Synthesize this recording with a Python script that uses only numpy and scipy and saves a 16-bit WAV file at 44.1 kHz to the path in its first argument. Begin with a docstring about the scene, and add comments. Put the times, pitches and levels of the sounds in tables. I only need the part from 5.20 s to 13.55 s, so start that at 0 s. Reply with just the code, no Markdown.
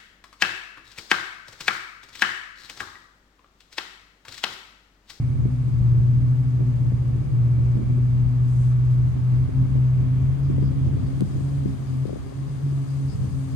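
"""Fans at an outdoor wall vent

A fan's blade tone hums low, wavers and briefly dips, beating against a second, weaker fan.
Turbulent air murmurs, rushes, hisses and faintly whistles from the vent; a light breeze rumbles.
Soft finger impacts bump the hand-held microphone, a sleeve and a cat's fur rustle by friction,
and later a small insect chirps in the distance."""
import sys
import numpy as np
from scipy import signal
from scipy.io import wavfile

SR = 44100
rng = np.random.default_rng(int(sys.argv[2]) if len(sys.argv) > 2 else 0)


def to_wav(s):
    """Save 16-bit WAV."""
    ch = np.atleast_2d(s).T  # columns
    pcm = np.round(np.clip(ch, -1, 1) * 32767)  # PCM
    wavfile.write(sys.argv[1], SR, pcm.astype(np.int16))


N = 368235


def from_db(db):
    """Amplitude grows tenfold every 20 dB."""
    return 10 ** (np.asarray(db) / 20)


def unit_rms(x):
    """Normalisation to unit mean power."""
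    return x / np.sqrt(np.mean(x ** 2) + 1e-20)


def in_time(rows):
    """Linear interpolation of each column of a time curve at every sample."""
    times, *columns = np.transpose(rows)
    return [np.interp(np.arange(N) / SR, times, column) for column in columns]


def at_hz(points, hz):
    """Interpolation on a logarithmic frequency axis."""
    frequencies, values = np.transpose(points)
    return np.interp(np.log(hz), np.log(frequencies), values)


def pan(left_db):
    """Stereo gains for a level difference, left minus right."""
    return from_db(np.array([[1], [-1]]) * left_db / 2)


def drift(rate_hz):
    """Random modulation: noise low-passed at rate_hz, with unit power."""
    step, settling = 40, 2000  # samples per control point; control points skipped
    pole = np.exp(-2 * np.pi * rate_hz * step / SR)
    white = rng.standard_normal(N // step + settling + 2)
    slow = signal.lfilter([1], [1, -2 * pole, pole * pole], white)[settling:]
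    return np.interp(np.arange(N) / step, np.arange(len(slow)), unit_rms(slow))


def swell(centre_s, sigma_s):
    """A Gaussian envelope of height 1."""
    distance = (np.arange(N) / SR - centre_s) / sigma_s
    return np.exp(-.5 * distance ** 2) * (np.abs(distance) < 6)


def band(x, low_hz, high_hz):
    """Butterworth band-pass filtering."""
    return signal.sosfilt(signal.butter(2, [low_hz, high_hz], "band", fs=SR, output="sos"), x)


# Likeness of the noise in the two channels: frequency_hz, correlation (-1 to 1)
CORRELATION = [(40, -0.5), (70, -0.063), (150, 0.11), (300, 0.33), (600, -0.51), (1200, 0.14), (2500, -0),
               (6500, -0), (10000, -0.6), (12500, 1)]

def turbulence(spectrum, flicker_db, flicker_hz):
    """Partly coherent stereo noise of unit power, in third-octave bands that fluctuate in level."""
    centres, half_band = 25 * 2 ** (np.arange(29) / 3), 2 ** (1 / 6)
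    out, common, white = 0, drift(flicker_hz), rng.standard_normal((2, 2, N))
    for k, hz in enumerate(centres):
        if spectrum[0][0] / half_band <= hz <= spectrum[-1][0] * half_band:
            mid, side = band(white[k % 2], hz / half_band, hz * half_band)
            alike = at_hz(CORRELATION, hz)
            gain = from_db(at_hz(spectrum, hz) + flicker_db * (common + drift(flicker_hz)))
            out += gain * (np.sqrt(1 + alike) * mid + np.sqrt(1 - alike) * side * [[1], [-1]])
    return unit_rms(out)


def blade_phase(hz, wobble, lead_rad):
    """Phase is the integral of the blade-passing frequency, which wobbles with the load."""
    phase = 2 * np.pi * np.cumsum(hz * (1 + wobble * drift(6.75))) / SR
    return phase + np.array([[lead_rad], [-lead_rad]]) / 2


# Blade-passing frequency: time_s, pitch_hz
BLADE_RATE = [(0, 121.7), (.35, 124.5), (.72, 121), (1.2, 125.8), (1.5, 123.1), (2.2, 121.3), (2.77, 124.2),
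              (4.2, 126.1), (4.45, 129.6), (4.92, 127.4), (5.2, 136.9), (5.45, 134.7), (5.8, 131.6),
              (6.33, 137.7), (6.75, 130.5), (7.45, 137.5), (8.35, 133.1)]
# Fundamental: time_s, level_db
HUM_LEVEL = [(0, -23.5), (.53, -22), (.66, -17), (1.9, -22.5), (2.25, -18), (3.1, -19.5), (3.65, -17),
             (4.6, -18), (5.45, -22), (5.62, -21), (5.87, -21), (6.05, -25), (6.25, -26.5), (6.5, -31.5),
             (6.83, -23), (6.9, -36.5), (7.41, -25.5), (7.45, -21.5), (7.85, -25.5), (8.35, -29.5)]
# Brief dips of the fundamental: centre_s, depth_db, sigma_s
HUM_DIPS = [(2.08, 17, 0.03), (2.63, 15.5, 0.03), (3.98, 6, 0.068), (4.304, 19, 0.03), (4.502, 8.5, 0.028),
            (4.843, 3.5, 0.035), (5.179, 8.5, 0.013), (5.542, 17, 0.012), (5.7, 15, 0.0094),
            (5.784, 23, 0.019), (5.91, 12, 0.019), (6.078, 14, 0.015), (6.218, 2, 0.0091),
            (6.585, 7, 0.0055), (6.662, 27, 0.011), (6.97, 12, 0.02), (7.073, 6, 0.049),
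            (7.287, 18, 0.0073), (7.364, 15, 0.011), (7.408, 22, 0.012), (7.658, 12, 0.014),
            (7.93, 17, 0.024), (8.107, 15, 0.0089), (8.267, 6, .014)]
# Second harmonic: time_s, level_db
OCTAVE_LEVEL = [(0, -46), (.3, -38), (.45, -45.5), (.85, -46), (.98, -39.5), (1.3, -37.5), (1.37, -51),
                (1.48, -37.5), (1.62, -46.5), (2.5, -52), (2.66, -40.5), (3.28, -39.5), (3.4, -50.5),
                (3.8, -47.5), (4.42, -36), (4.62, -39), (4.74, -53), (4.85, -35), (5.05, -41.5), (5.5, -36),
                (6.12, -46), (6.27, -41), (6.5, -34), (6.62, -49), (6.72, -39.5), (7.1, -49), (7.5, -44),
                (8.14, -44.5), (8.23, -34), (8.35, -44)]
# Higher harmonics: multiple, level_db
HARMONICS = [(3, -55.5), (4, -66), (5, -65.5)]

def main_fan(flutter_db=0.5, waver_db=1.5, smear_rad=.16):
    """Periodic blade passage radiates a nearly pure tone; its faint harmonics waver more with order."""
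    (hz,), (hum_db,), (octave_db,) = in_time(BLADE_RATE), in_time(HUM_LEVEL), in_time(OCTAVE_LEVEL)
    phase = blade_phase(hz, wobble=0.0021, lead_rad=-0.46)
    dip_db = sum(depth_db * swell(centre_s, sigma_s) for centre_s, depth_db, sigma_s in HUM_DIPS)
    hum = from_db(hum_db - dip_db + flutter_db * drift(14)) * np.sin(phase) * pan(left_db=1.5)
    for multiple, level_db in [(2, octave_db)] + HARMONICS:
        smear = smear_rad * multiple * np.array([drift(8), drift(8)])  # wall and ground reflections
        gain = from_db(level_db + waver_db * (multiple - 1) ** .5 * drift(12))
        hum += gain * np.sin(multiple * phase + smear)
    return np.sqrt(2) * hum


def scattered_hum(hum_db=-35.5, octave_db=-46.5, fading_hz=8.3):
    """Multipath fading: the hum returns off wall and ground with random amplitude and phase."""
    hz, = in_time(BLADE_RATE)
    phase = blade_phase(hz, wobble=0.0021, lead_rad=0)
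    out = 0
    for multiple, level_db in ((1, hum_db), (2, octave_db)):
        paths = np.array([drift(fading_hz) + 1j * drift(fading_hz) for channel in range(2)])
        out += from_db(level_db) * np.real(paths * np.exp(1j * multiple * phase))
    return out


# Hum of the weaker fan: time_s, level_db
SECOND_HUM_LEVEL = [(0, -28), (.8, -30.5), (2.1, -30), (2.9, -42.5), (3.7, -35.5), (5, -47.5), (6.5, -37),
                    (7.1, -49), (7.55, -47), (7.9, -37), (8.35, -39)]

def second_fan(pitch_hz=137.8, octave_db=-26):
    """Beating: this nearly steady tone and the main hum throb at their difference frequency."""
    level_db, = in_time(SECOND_HUM_LEVEL)
    phase = blade_phase(pitch_hz, wobble=0.004, lead_rad=.1)
    tone = np.sin(phase) + from_db(octave_db) * np.sin(2 * phase)
    return np.sqrt(2) * from_db(level_db) * tone * pan(left_db=-0.5)


# Low murmur of the air: frequency_hz, density_db
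MURMUR_SPECTRUM = [(100, 1.5), (180, -0.5), (280, 1.5), (380, -8.5), (500, -11), (800, -23.5)]
# Its strength: time_s, level_db
MURMUR_ENVELOPE = [(0, -49), (1.15, -44.5), (2.3, -39.5), (3.4, -47), (4.6, -45), (6.1, -37.5), (7.2, -44),
                   (8.35, -46)]

def air_murmur():
    """Random amplitude modulation makes the low noise of the airflow flicker."""
    level_db, = in_time(MURMUR_ENVELOPE)
    noise = turbulence(MURMUR_SPECTRUM, flicker_db=2, flicker_hz=28)
    return from_db(level_db) * noise * pan(left_db=-0.4)


# Rush from the vent: frequency_hz, density_db
RUSH_SPECTRUM = [(400, 0), (550, 4), (800, 2.5), (1150, -2), (1500, -3.5), (2200, -8), (3200, -14),
                 (4500, -20.5), (6500, -27.5), (9500, -25), (12000, -24), (14000, -35.5)]
# The rush's hollow resonance, then the microphone's high hiss: centre_hz, width_hz, gain_db
RAISED_BANDS = [(1150, 290, -6), (9400, 860, -2.5)]
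# Strength and balance of the rush: time_s, level_db, left_minus_right_db
RUSH_ENVELOPE = [(0, -51.5, 1), (2.8, -51, 0.3), (4.5, -49.5, 1.5), (5.9, -50.5, 1.5), (6.6, -50.5, 3.5),
                 (8.35, -51, 3)]

def vent_rush():
    """Flow noise with a hollow resonance near 1150 Hz, and faint microphone self-noise near 9.4 kHz."""
    level_db, left_db = in_time(RUSH_ENVELOPE)
    noise = turbulence(RUSH_SPECTRUM, flicker_db=.3, flicker_hz=12)
    peaks = sum(from_db(gain_db) * band(noise, hz - width / 2, hz + width / 2)
                for hz, width, gain_db in RAISED_BANDS)
    return from_db(level_db) * unit_rms(noise + peaks) * pan(left_db)


# Thin hiss: frequency_hz, density_db
HISS_SPECTRUM = [(2500, -3), (3600, 0), (5000, 0.5), (6300, -2), (8300, -2), (10000, -23.5), (13000, -22)]
# The vent's part of it: time_s, level_db
HISS_ENVELOPE = [(0, -68.5), (5, -68), (6.1, -65.5), (8.35, -66)]

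def hiss(brush_db=-8):
    """Incoherent sources add in power: the vent and each brush share a thin hiss on the left."""
    vent_db, = in_time(HISS_ENVELOPE)
    gain = np.hypot(from_db(vent_db), from_db(brush_db) * brushing())
    return gain * turbulence(HISS_SPECTRUM, flicker_db=.5, flicker_hz=15) * pan(left_db=16)


# Breathy whistles: centre_hz, width_hz, left_minus_right_db
SLAT_BANDS = [(2283, 230, -4.5), (3200, 440, 4)]
# They come and go as the microphone moves: time_s, lower_whistle_db, upper_whistle_db
SLAT_LEVELS = [(0, -63.5, -79), (.7, -71, -79), (2.0, -69.5, -83.5), (2.45, -64.5, -79), (3.3, -72, -78.5),
               (4.2, -69, -77), (5.5, -69, -67.5), (6.6, -78, -73), (8.35, -77, -75)]

def slat_whistles():
    """Flow past the vent's slats sings faintly as narrow-band noise."""
    out = 0
    for (hz, width, left_db), level_db in zip(SLAT_BANDS, in_time(SLAT_LEVELS)):
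        noise = band(rng.standard_normal((2, N)), hz - width / 2, hz + width / 2)
        out += from_db(level_db) * unit_rms(noise) * pan(left_db)
    return out


# Strength of the breeze: time_s, level_db
BREEZE_LEVEL = [(0, -33), (.8, -29), (1.2, -35.5), (1.75, -31), (3.0, -31.5), (3.6, -34), (4.3, -30.5),
                (5.1, -32), (5.62, -26.5), (5.85, -31.5), (6.4, -34.5), (7.15, -40), (7.8, -37.5),
                (8.05, -33), (8.35, -33)]
# Its rumble: frequency_hz, density_db
RUMBLE_SPECTRUM = [(40, -17), (50, -11), (62, -3.5), (80, -1), (105, -2.5), (160, -11), (220, -19.5),
                   (330, -30), (480, -42.5)]
# Buffeting on the microphone ports: frequency_hz, density_db
BUFFET_SPECTRUM = [(25, -15), (40, -4), (52, 1), (64, 4.5), (90, -15.5)]
# Exposure of the ports, falling as the microphone turns away: time_s, gain_db
PORT_EXPOSURE = [(0, 1), (4.0, 2.5), (5.4, -4), (5.7, -1.5), (6.1, -12), (8.35, -18)]

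def breeze(gust_db=1.76, gust_hz=3.5, rumble_gain_db=3.5):
    """Turbulent pressure fluctuations: one gusting breeze both rumbles and buffets the ports."""
    breeze_db = in_time(BREEZE_LEVEL)[0] + gust_db * drift(gust_hz)
    exposure_db, = in_time(PORT_EXPOSURE)
    buffet_db = -35 + 0.57 * (breeze_db + 33) + exposure_db  # grows 0.57 dB per dB of breeze
    rumble = turbulence(RUMBLE_SPECTRUM, flicker_db=0.5, flicker_hz=4.8) * pan(left_db=-0.5)
    buffet = turbulence(BUFFET_SPECTRUM, flicker_db=0, flicker_hz=7) * pan(left_db=3)
    return from_db(breeze_db + rumble_gain_db) * rumble + from_db(buffet_db) * buffet


def knock(t, hz, rest_hz=190, rise_s=.0029, sag_s=.0032, softness=1.22):
    """A damped impact: the pitch sags as the finger settles, and soft skin acts as a low-pass."""
    pitch = rest_hz + (hz - rest_hz) * np.exp(-t / sag_s)
    envelope = (t / rise_s * np.exp(1 - t / rise_s)) ** 2
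    swings = envelope * np.sin(2 * np.pi * np.cumsum(pitch * (t > 0)) / SR)
    return signal.sosfilt(signal.butter(4, hz / softness, fs=SR, output="sos"), swings + 1e-18)


def ring(force, hz, t60_s):
    """A damped resonator answers each impulse with an exponentially decaying sine."""
    pole, angle = np.exp(-np.log(1000) / (t60_s * SR)), 2 * np.pi * hz / SR
    return signal.lfilter([0, np.sin(angle)], [1, -2 * pole * np.cos(angle), pole ** 2], force + 1e-18)


def grip_shifts(count, level_db=-30, spread_db=3, pitch_hz=420, slip_s=0.008):
    """Faint touches, uniformly distributed in time and level, as rows of finger contacts."""
    return [(when * (N - 1) / SR, level_db + spread_db * (2 * size - 1), pitch_hz, slip_s)
            for when, size in rng.random((count, 2))]


# Fingers on the microphone: start_s, level_db, pitch_hz, slip_s
FINGER_CONTACTS = [(0.2529, -17.5, 446, 0.011), (0.475, -28.5, 523, .005), (0.601, -22.5, 382, 0.0042),
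                   (1.346, -27, 400, .006), (1.391, -19.5, 386, .008), (1.4053, -16, 485, 0.021),
                   (1.659, -25.5, 410, .006), (1.7192, -20, 380, 0.01), (1.903, -28, 360, .01),
                   (1.955, -22.5, 429.2, .008), (2.014, -23, 540, .004), (2.382, -23, 376, 0.009),
                   (2.551, -25, 480, 0.0065), (2.566, -16, 250, 0.021), (2.587, -22, 535, 0.017),
                   (2.604, -25, 625, 0.018), (2.614, -24, 480, 0.018), (3.9618, -21, 420, 0.01),
                   (4.289, -21, 541, 0.0046), (4.551, -18.5, 450, 0.033), (5.2959, -17.5, 520, 0.03),
                   (5.38, -19, 724, 0.01), (5.422, -17, 550, 0.018), (5.66, -19, 230.2, .01),
                   (5.685, -26, 506, 0.018), (5.767, -21, 483, 0.0092), (5.826, -25, 487, 0.009),
                   (5.978, -25, 479.8, 0.0066), (6.004, -10.5, 300, 0.0069), (6.012, -30, 845, 0.004),
                   (6.018, -9.5, 470, 0.0034), (6.206, -21, 565, 0.0043), (6.4555, -13, 474.6, 0.0035),
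                   (6.8522, -17.5, 721, 0.0016), (6.879, -20, 530, 0.002), (6.892, -22.5, 1000, 0.0024),
                   (6.9023, -21, 680, 0.004), (6.928, -20, 760, 0.0025), (6.9327, -27, 680, .002),
                   (6.956, -24, 795, 0.002), (6.9663, -27, 840, .002), (7.121, -30, 920, .003),
                   (7.461, -27, 600.3, 0.0039), (8.03, -22.5, 300, 0.046)]
# Modes of its housing: pitch_hz, gain_db, t60_s
HOUSING_MODES = [(89.5, -7.5, 0.036), (198, 3, 0.21), (230, -2, 0.086), (315, -4, 0.051), (358, -6.5, 0.03)]

def finger_bumps(friction_db=-36, right_db=-10, right_lag_s=0.00015):
    """Impact and friction: a finger knocks, then slips a little and excites the housing's modes."""
    t, out = np.arange(SR // 4) / SR, np.zeros((2, N + SR))
    for start_s, level_db, pitch_hz, slip_s in FINGER_CONTACTS + grip_shifts(count=40):
        # The right port is pushed the other way, weaker and later.
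        right = -from_db(right_db) * knock(np.maximum(t - right_lag_s, 0), pitch_hz)
        push = np.array([knock(t, pitch_hz), right])
        slip = np.exp(-t / slip_s) * rng.standard_normal((2, len(t)))
        rub = sum(from_db(friction_db + db) * ring(slip, hz, t60_s) for hz, db, t60_s in HOUSING_MODES)
        start = int(start_s * SR)
        out[:, start:start + len(t)] += from_db(level_db) * (push + rub)
    return out[:, :N]


# Strokes of sleeve and fur: centre_s, sigma_s, rustle_db, slide_db
STROKES = [(3.39, .095, -66.5, -64.5), (3.728, 0.026, -64, -83), (6.13, 0.2, -63.5, -69),
           (6.674, 0.23, -66, -74), (8.15, 0.74, -62.5, -66.5)]

def brushing():
    """The envelope of friction noise follows contact pressure, swelling and fading with each stroke."""
    return sum(from_db(db) * swell(centre_s, sigma_s) for centre_s, sigma_s, db, _ in STROKES)


# Broad rustle: frequency_hz, density_db
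RUSTLE_SPECTRUM = [(1500, -4.5), (3000, 1), (4800, -0.5), (6500, -4.5), (9200, 4.5), (10500, -2),
                   (12000, -0.5), (14000, -15.5)]
# Narrow "sss" of sliding cloth: frequency_hz, density_db
SLIDE_SPECTRUM = [(4800, -10.5), (6300, -1.5), (8200, 1.5), (10000, -18.5)]

def rustle():
    """Friction of cloth and fur makes broadband noise; smooth sliding adds a narrow hiss on the left."""
    sliding = sum(from_db(db) * swell(centre_s, sigma_s) for centre_s, sigma_s, _, db in STROKES)
    broad = turbulence(RUSTLE_SPECTRUM, flicker_db=1, flicker_hz=25)
    narrow = turbulence(SLIDE_SPECTRUM, flicker_db=1, flicker_hz=25) * pan(left_db=12.5)
    return brushing() * broad + sliding * narrow


# The insect's run of chirps: time_s, level_db
INSECT_LEVEL = [(5.25, -68), (5.46, -64), (5.66, -73), (5.87, -65.5), (6.1, -69), (7.55, -69), (7.91, -58),
                (8.12, -70), (8.35, -70)]

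def insect(start_s=5.258, period_s=0.2043, sigma_s=0.025, low_hz=4550, high_hz=5200):
    """Pulse modulation of narrow-band noise gives rasping chirps, about five a second."""
    times = np.arange(start_s, N / SR, period_s)
    levels_db = np.interp(times, *np.transpose(INSECT_LEVEL))
    chirps = sum(from_db(db) * swell(centre_s, sigma_s) for centre_s, db in zip(times, levels_db))
    rasp = unit_rms(band(rng.standard_normal((2, N)), low_hz, high_hz))
    return chirps * rasp * pan(left_db=12.5)


# Small sharp ticks: start_s, level_db
HOUSING_TICKS = [(6.0075, -31), (6.87, -42)]

def ticks(decay_s=0.0005, bright_db=-2, body_db=8):
    """Structure-borne sound: the housing carries a dry tick with a little body to both ports."""
    t = np.arange(N) / SR
    envelope = sum(from_db(db) * (t >= start_s) * np.exp(-np.clip((t - start_s) / decay_s, 0, 40))
                   for start_s, db in HOUSING_TICKS)
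    snap = envelope * rng.choice([-1, 1], (2, N)) + 1e-18
    return from_db(bright_db) * band(snap, 2000, 10500) + from_db(body_db) * band(snap, 750, 4000)


def scene():
    """Superposition: the pressures of fans, moving air and small sounds add."""
    fans = main_fan() + scattered_hum() + second_fan()
    air = air_murmur() + vent_rush() + hiss() + breeze()
    return fans + air + rustle() + finger_bumps() + ticks() + insect() + slat_whistles()


# Narrow hollows in the treble: centre_hz, width_hz, share_removed (0 to 1)
TREBLE_NOTCHES = [(5560, 700, .6), (7510, 780, 0.9)]

def record(dry, low_hz=32, high_hz=13300):
    """Band limiting: the microphone drops the deepest bass; the treble is notched and cut steeply."""
    notched = dry - sum(share * band(dry, hz - width / 2, hz + width / 2)
                        for hz, width, share in TREBLE_NOTCHES)
    thinned = signal.sosfilt(signal.butter(2, low_hz, "high", fs=SR, output="sos"), notched)
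    return signal.sosfilt(signal.ellip(10, .1, 80, high_hz, fs=SR, output="sos"), thinned)


dry = scene()
out = record(dry)
to_wav(out)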